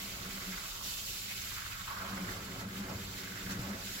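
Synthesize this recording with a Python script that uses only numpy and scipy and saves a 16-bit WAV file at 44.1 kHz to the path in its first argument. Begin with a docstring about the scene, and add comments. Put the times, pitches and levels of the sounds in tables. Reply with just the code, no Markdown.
"""Foliage hissing in the moving air of a walled garden, the microphone beside a banana plant.
Close by, its broad leaves flutter with a low drumming, rustle, thrum, flap and brush each other.
A hollow rush of air swells and drifts in pitch; low buffeting, eddies and a rumble lie underneath.
A near wall returns the low sounds and gives them a ribbed, pipe-like colour."""
import sys
import numpy as np
from scipy import signal
from scipy.fft import rfft, irfft, next_fast_len
from scipy.io import wavfile
from scipy.ndimage import uniform_filter1d, map_coordinates

SR = 44100
rng = np.random.default_rng(int(sys.argv[2]) if len(sys.argv) > 2 else 0)


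def generate_wav(signal):
    """Clip the signal to [-1, 1] and save it as 16-bit WAV at the path in sys.argv[1]."""
    frames = np.transpose(np.atleast_2d(signal))
    scaled = np.clip(frames, -1, 1) * 32767
    pcm = np.round(scaled).astype(np.int16)
    wavfile.write(sys.argv[1], SR, pcm)


N = 176400

# How each layer swells and sinks. Each row: time in seconds, level in dB before the layer's trim.
HISS_LEVEL = [(0, -46), (.29, -48.5), (.33, -45.5), (.38, -48), (.58, -46.5), (.69, -46.5), (.81, -47.5),
              (.88, -42.6), (.99, -43.5), (1.03, -45.3), (1.1, -43.5), (1.22, -45.5), (1.58, -46),
              (1.62, -48.5), (2.26, -50), (2.32, -46), (2.38, -50), (2.57, -51), (2.6, -47), (2.66, -55),
              (2.78, -47.5), (2.82, -52.5), (3.21, -47.5), (3.25, -50.3), (3.49, -49.5), (3.51, -46),
              (3.56, -51.5), (3.61, -47.5), (3.77, -51.5), (3.87, -45.5), (4, -46)]
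DRUM_LEVEL = [(0, -48.5), (.11, -55), (.27, -49), (.35, -54.5), (.45, -51), (.66, -58), (.72, -67.5),
              (.84, -53.5), (.92, -61), (1.33, -58), (1.82, -65), (2.08, -50), (2.17, -45), (2.3, -44.5),
              (2.37, -50), (2.5, -45.5), (2.69, -49.5), (2.9, -46), (3.1, -50), (3.42, -50), (3.5, -45.5),
              (3.72, -45.5), (3.84, -50), (4, -54)]
RUSTLE_LEVEL = [(0, -59), (.4, -58.5), (.84, -62.5), (1.2, -66), (1.87, -67.5), (2.02, -50.5), (2.18, -53),
                (2.32, -54), (2.47, -57.5), (2.62, -50.5), (2.68, -58), (2.86, -56), (2.905, -47),
                (2.97, -55.5), (3.3, -60), (3.55, -56.5), (3.72, -49.5), (3.93, -62.5), (4, -59)]
RUSH_LEVEL = [(0, -57.5), (.4, -53), (.62, -52.5), (.85, -56), (1.1, -64.5), (1.4, -57), (1.6, -48.5),
              (1.85, -53), (1.885, -45), (2.04, -48), (2.17, -46.5), (2.35, -53), (2.52, -53.5), (2.6, -54),
              (2.68, -54.5), (2.77, -52), (2.92, -53.5), (3.1, -58), (3.21, -52.5), (3.45, -53.5),
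              (3.52, -53.5), (3.7, -53.5), (3.93, -57), (4, -50.5)]
BUFFET_LEVEL = [(0, -60), (.26, -55), (.37, -67.5), (1.3, -58.5), (1.68, -53.5), (1.82, -55.5), (2.14, -51),
                (2.55, -53.5), (2.62, -44.5), (2.7, -55), (2.85, -63), (2.9, -44), (2.96, -45), (3.43, -56),
                (3.51, -41), (3.54, -49), (3.6, -47.5), (3.97, -58.5)]
HISS_TRIM_DB, DRUM_TRIM_DB, RUSTLE_TRIM_DB, RUSH_TRIM_DB, BUFFET_TRIM_DB = 4, -2, 0.5, 2, -3
# Tone colour of each layer. Each row: frequency in Hz, relative level in dB.
HISS_SPECTRUM = [(300, -13), (900, -6.5), (1500, -0.5), (2100, 1.5), (2600, 0.2), (3100, -0.8),
                 (4500, -0.5), (6300, -3.5), (7600, -1.5), (9500, -10.5), (12500, -6), (15500, -7)]
DRUM_SPECTRUM = [(50, -37), (110, -7.5), (155, -8.5), (190, 2), (215, -2.5), (275, -6.5), (315, -10),
                 (370, -8), (500, -13.5), (1000, -49), (3000, -67)]
RUSTLE_SPECTRUM = [(100, -63), (330, -14.5), (550, 2), (850, -1), (1300, -0.5), (2500, -29), (8000, -56)]
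BUFFET_SPECTRUM = [(35, -23), (65, -14.5), (100, -2.5), (125, 0), (160, -18), (300, -22), (1000, -66)]
EDDY_SPECTRUM = [(20, -24), (40, -6), (90, -1), (170, 0), (260, -5), (500, -25), (2000, -70)]
RUMBLE_SPECTRUM = [(18, -35), (27, 5), (36, 7.5), (48, 1.5), (62, 6), (80, -8), (105, -4), (150, -7),
                   (300, -28.5), (1000, -34.5)]
# Lower edge of the hiss, lifting as the breeze swells. Each row: time in seconds, edge in Hz.
HISS_LOWER_EDGE = [(0, 1970), (.58, 1910), (.8, 2570), (.92, 2410), (1.22, 2300), (1.35, 2070), (3, 1930),
                   (4, 2270)]
# Pitch of the rush. Each row: time in seconds, band centre in Hz.
RUSH_PITCH = [(0, 1290), (.5, 1320), (.85, 1070), (1.3, 1470), (1.7, 1350), (1.95, 1160), (2.3, 1330),
              (2.9, 1390), (3.25, 1530), (4, 1570)]
# A leaf rings. Each row: time of the peak in seconds, peak level in dB, note in Hz.
LEAF_THRUMS = [(.505, -40.5, 185.3), (2.16, -41.5, 187.8), (2.235, -41, 186.8), (2.815, -36.5, 202.8),
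               (3.515, -39, 192), (3.72, -43.5, 197.4)]
# A leaf snaps over. Each row: start in seconds, level in dB.
LEAF_FLAPS = [(3.593, -29)]
# Leaves rub. Each row: time of the peak in seconds, half length in seconds, level in dB, centre in Hz.
LEAF_BRUSHES = [(0.534, 0.019, -48, 1900), (1.31, 0.02, -45, 2400), (1.311, .007, -57, 735),
                (1.893, 0.03, -56, 1240), (2.3, 0.02, -47, 1640), (3.51, .02, -44.5, 1410),
                (3.518, 0.013, -45, 5560)]
# How alike left and right are. Each row: frequency in Hz, correlation (capped at 1 in use).
STEREO_LIKENESS = [(100, 1), (200, 3), (380, 0.75), (620, 0.45), (1200, 0.23), (2400, 0.11),
                   (15000, -0.0262)]
# Balance at the microphone. Each row: frequency in Hz, left minus right in dB.
STEREO_BALANCE = [(100, 0.8), (480, 1.5), (950, -1.5), (1900, -3.5), (7500, -2)]
# Phase at the microphone. Each row: frequency in Hz, lag of the left side in radians.
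LEFT_LAG = [(400, 0), (700, 0.38), (1350, 2), (4000, 1.4), (12000, 5)]


def foliage_hiss(below_edge_db=-9.5, edge_octaves=0.12, treble_db_per_db=0.54, treble_hz=7100):
    """Fine foliage: a bright trembling hiss, hollow below a sliding edge, airier in the long swells."""
    level_db = curve(HISS_LEVEL)
    lasting_db = uniform_filter1d(level_db - level_db.mean(), size=int(0.2 * SR))

    def gain(hz, t):
        edge_hz = np.interp(t, *np.transpose(HISS_LOWER_EDGE))
        below_edge = (1 - np.tanh(np.log2(hz / edge_hz) / edge_octaves)) / 2
        swell_db = np.interp(t, np.arange(N) / SR, lasting_db)
        return amp(below_edge_db * below_edge + treble_db_per_db * swell_db * highpass(hz, treble_hz))
    tremble_db = 0.8 * wobble(40)
    hiss = unit(moving_filter(air_noise(HISS_SPECTRUM, patchy_db=1.5), gain))
    return amp(HISS_TRIM_DB + level_db + tremble_db) * hiss


def broad_leaves():
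    """Big leaves by the microphone drum in the bass and rustle above it, in quick uneven shivers."""
    drum = unit(air_noise(DRUM_SPECTRUM, patchy_db=0.5) * amp(1.2 * wobble(40)))
    rustle = unit(air_noise(RUSTLE_SPECTRUM, patchy_db=1.5) * amp(0.77 * wobble(60)))
    drum *= amp(DRUM_TRIM_DB + curve(DRUM_LEVEL))
    rustle *= amp(RUSTLE_TRIM_DB + curve(RUSTLE_LEVEL))
    return drum + rustle


def leaf_thrums(half_length_s=0.023):
    """A broad leaf rings for a moment on its lowest note, swelling and dying away."""
    t, out = np.arange(N) / SR, np.zeros(N)
    phase_drift = 0.34 * wobble(40)
    for peak_s, db, hz in LEAF_THRUMS:
        phase = rng.uniform(0, 2 * np.pi) + phase_drift
        out += amp(db) * swell(peak_s, half_length_s) * np.sin(2 * np.pi * hz * t + phase)
    return out


def leaf_flaps(push_hz=129, decay_s=0.0023, tick_db=-9.5):
    """A leaf snaps over: one soft push of air with a papery tick."""
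    t, out = np.arange(SR // 20) / SR, np.zeros((2, N))
    push = t / decay_s * np.exp(1 - t / decay_s) * np.cos(2 * np.pi * push_hz * t)
    paper = air_noise([(300, -45), (1400, 19), (6000, -20)], patchy_db=10)
    for start_s, db in LEAF_FLAPS:
        i = round(start_s * SR)
        tick = amp(tick_db) * paper[:, i:i + len(t)] * np.exp(-t / decay_s)
        out[:, i:i + len(t)] += amp(db) * (push + tick)
    return out


def leaf_brushes(width_octaves=0.42):
    """One leaf slides over another: a short swell of narrow, rough noise."""
    out = np.zeros((2, N))
    friction = air_noise([(20, 0), (20000, 0)], patchy_db=-0.5)
    for peak_s, half_length_s, db, centre_hz in LEAF_BRUSHES:
        rub = unit(filtered(friction, lambda hz: band(np.log2((hz + 1) / centre_hz), width_octaves)))
        out += amp(db) * swell(peak_s, half_length_s) * rub
    return out


def hollow_rush(octaves_below=0.29, octaves_above=0.45):
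    """A grainy, hollow band of air noise whose centre drifts."""
    def gain(hz, t):
        octaves = np.log2(hz / np.interp(t, *np.transpose(RUSH_PITCH)))
        return band(octaves, np.where(octaves < 0, octaves_below, octaves_above))
    rush = moving_filter(air_noise([(20, 0), (20000, 0)], patchy_db=2.5), gain)
    grain = amp(2.06 * wobble(150))
    return amp(RUSH_TRIM_DB + curve(RUSH_LEVEL)) * unit(rush * grain)


def buffeting():
    """The air buffets in low, uneven bumps."""
    return amp(BUFFET_TRIM_DB + curve(BUFFET_LEVEL)) * air_noise(BUFFET_SPECTRUM, patchy_db=1.5)


def rumble(level_db=-55):
    """A steady, deep rumble under the garden."""
    return amp(level_db) * air_noise(RUMBLE_SPECTRUM, patchy_db=1.5)


def eddies(level_db=-64.5):
    """Faint low eddies, different on each side of the microphone."""
    noise = rng.standard_normal((2, N))
    return amp(level_db) * unit(filtered(noise, lambda hz: amp(along(EDDY_SPECTRUM, hz))))


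def near_wall(x, delay_s=0.01065, share=0.68, dull_hz=1420):
    """The wall sends back one late, duller copy, which combs the low sounds."""
    def echo(hz):
        return share / (1 + (hz / dull_hz) ** 2) * np.exp(-2j * np.pi * hz * delay_s)
    return filtered(x, lambda hz: 1 + echo(hz))


def ground_scatter(x, gain_db=-7, decay_s=0.021, low_hz=480, high_hz=4000):
    """Ground and stems add a short spray of midrange echoes, different on each side."""
    t = np.arange(SR // 16) / SR
    tail = rng.standard_normal((2, len(t))) * np.exp(-t / decay_s)
    echoes = signal.fftconvolve(x, tail / np.linalg.norm(tail[0]), axes=1)[:, :N]
    midrange = filtered(echoes, lambda hz: highpass(hz, low_hz) / np.hypot(1, hz / high_hz))
    return x + amp(gain_db) * midrange


def air_noise(spectrum, patchy_db):
    """Stereo noise of rms 1 with patches of random gain; alike in the bass, unrelated in the treble."""
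    cells = signal.stft(rng.standard_normal((2, N)), nperseg=256)[2]
    patches = uniform_filter1d(rng.standard_normal(cells.shape[1:]), size=5, axis=0)
    patches = uniform_filter1d(patches, size=4, axis=1)
    pair = signal.istft(cells * amp(patchy_db * unit(patches)), nperseg=256)[1][:, :N]

    def mid_side_gains(hz):
        angle = np.arccos(np.clip(along(STEREO_LIKENESS, hz), -1, 1)) / 2
        return amp(along(spectrum, hz)) * [np.cos(angle), np.sin(angle)]
    mid, side = filtered(pair, mid_side_gains)
    return unit(np.array([mid + side, mid - side]))


def amp(db):
    """Decibels to gain."""
    return 10 ** (np.asarray(db) / 20)


def unit(x):
    """Scale to rms 1."""
    return x / np.sqrt(np.mean(x ** 2) + 1e-20)


def along(rows, hz):
    """Rows of frequency and value, read at hz on a log axis."""
    row_hz, values = np.transpose(rows)
    return np.interp(np.log(hz + 1), np.log(row_hz + 1), values)


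def curve(rows):
    """Rows of time and value, as one value per sample."""
    return np.interp(np.arange(N) / SR, *np.transpose(rows))


def swell(peak_s, half_length_s):
    """A bell-shaped rise and fall of height 1."""
    return np.exp(-((np.arange(N) / SR - peak_s) / half_length_s) ** 2 / 2)


def wobble(rate):
    """A smooth random curve, rate knots a second."""
    return map_coordinates(rng.standard_normal(4096), [np.arange(N) * rate / SR], mode="wrap")


def band(octaves, width):
    """Gain of a resonance at a distance in octaves from its centre."""
    return 1 / (1 + (octaves / width) ** 2 / 2) ** 1.28


def highpass(hz, corner_hz):
    """Gain rising from 0 to 1 around the corner."""
    return hz ** 2 / (hz ** 2 + corner_hz ** 2)


def filtered(x, response):
    """x through a still filter; response is a function of Hz."""
    size = next_fast_len(N + SR // 2)
    return irfft(rfft(x, size) * response(np.fft.rfftfreq(size, 1 / SR)), size)[..., :N]


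def moving_filter(x, gain):
    """x through a moving filter; gain is a function of Hz and seconds."""
    hz, t, cells = signal.stft(x, SR, nperseg=512)
    return signal.istft(cells * gain(hz[:, None] + 1, t), SR, nperseg=512)[1][:, :N]


def scene():
    """Leaves and air before the wall, over a low rumble; the treble sits a little to the right."""
    breeze = buffeting() + foliage_hiss() + hollow_rush() + leaf_brushes() + broad_leaves()
    garden = ground_scatter(near_wall(breeze)) + leaf_flaps() + leaf_thrums() + eddies() + rumble()
    sides = np.array([[0.5], [-0.5]])  # left, right

    def placement(hz):
        return amp(sides * along(STEREO_BALANCE, hz)) * np.exp(-1j * sides * along(LEFT_LAG, hz))
    return filtered(garden, placement)


def record(dry):
    """The microphone has a narrow notch in the treble and a steep upper limit."""
    notch_hz, width_hz, notch_db, top_hz = 8470, 414, -16.5, 15880
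    notched = filtered(dry, lambda hz: amp(notch_db * np.exp(-((hz - notch_hz) / width_hz) ** 2)))
    return filtered(notched, lambda hz: hz < top_hz)


dry = scene()
out = record(dry)
generate_wav(out)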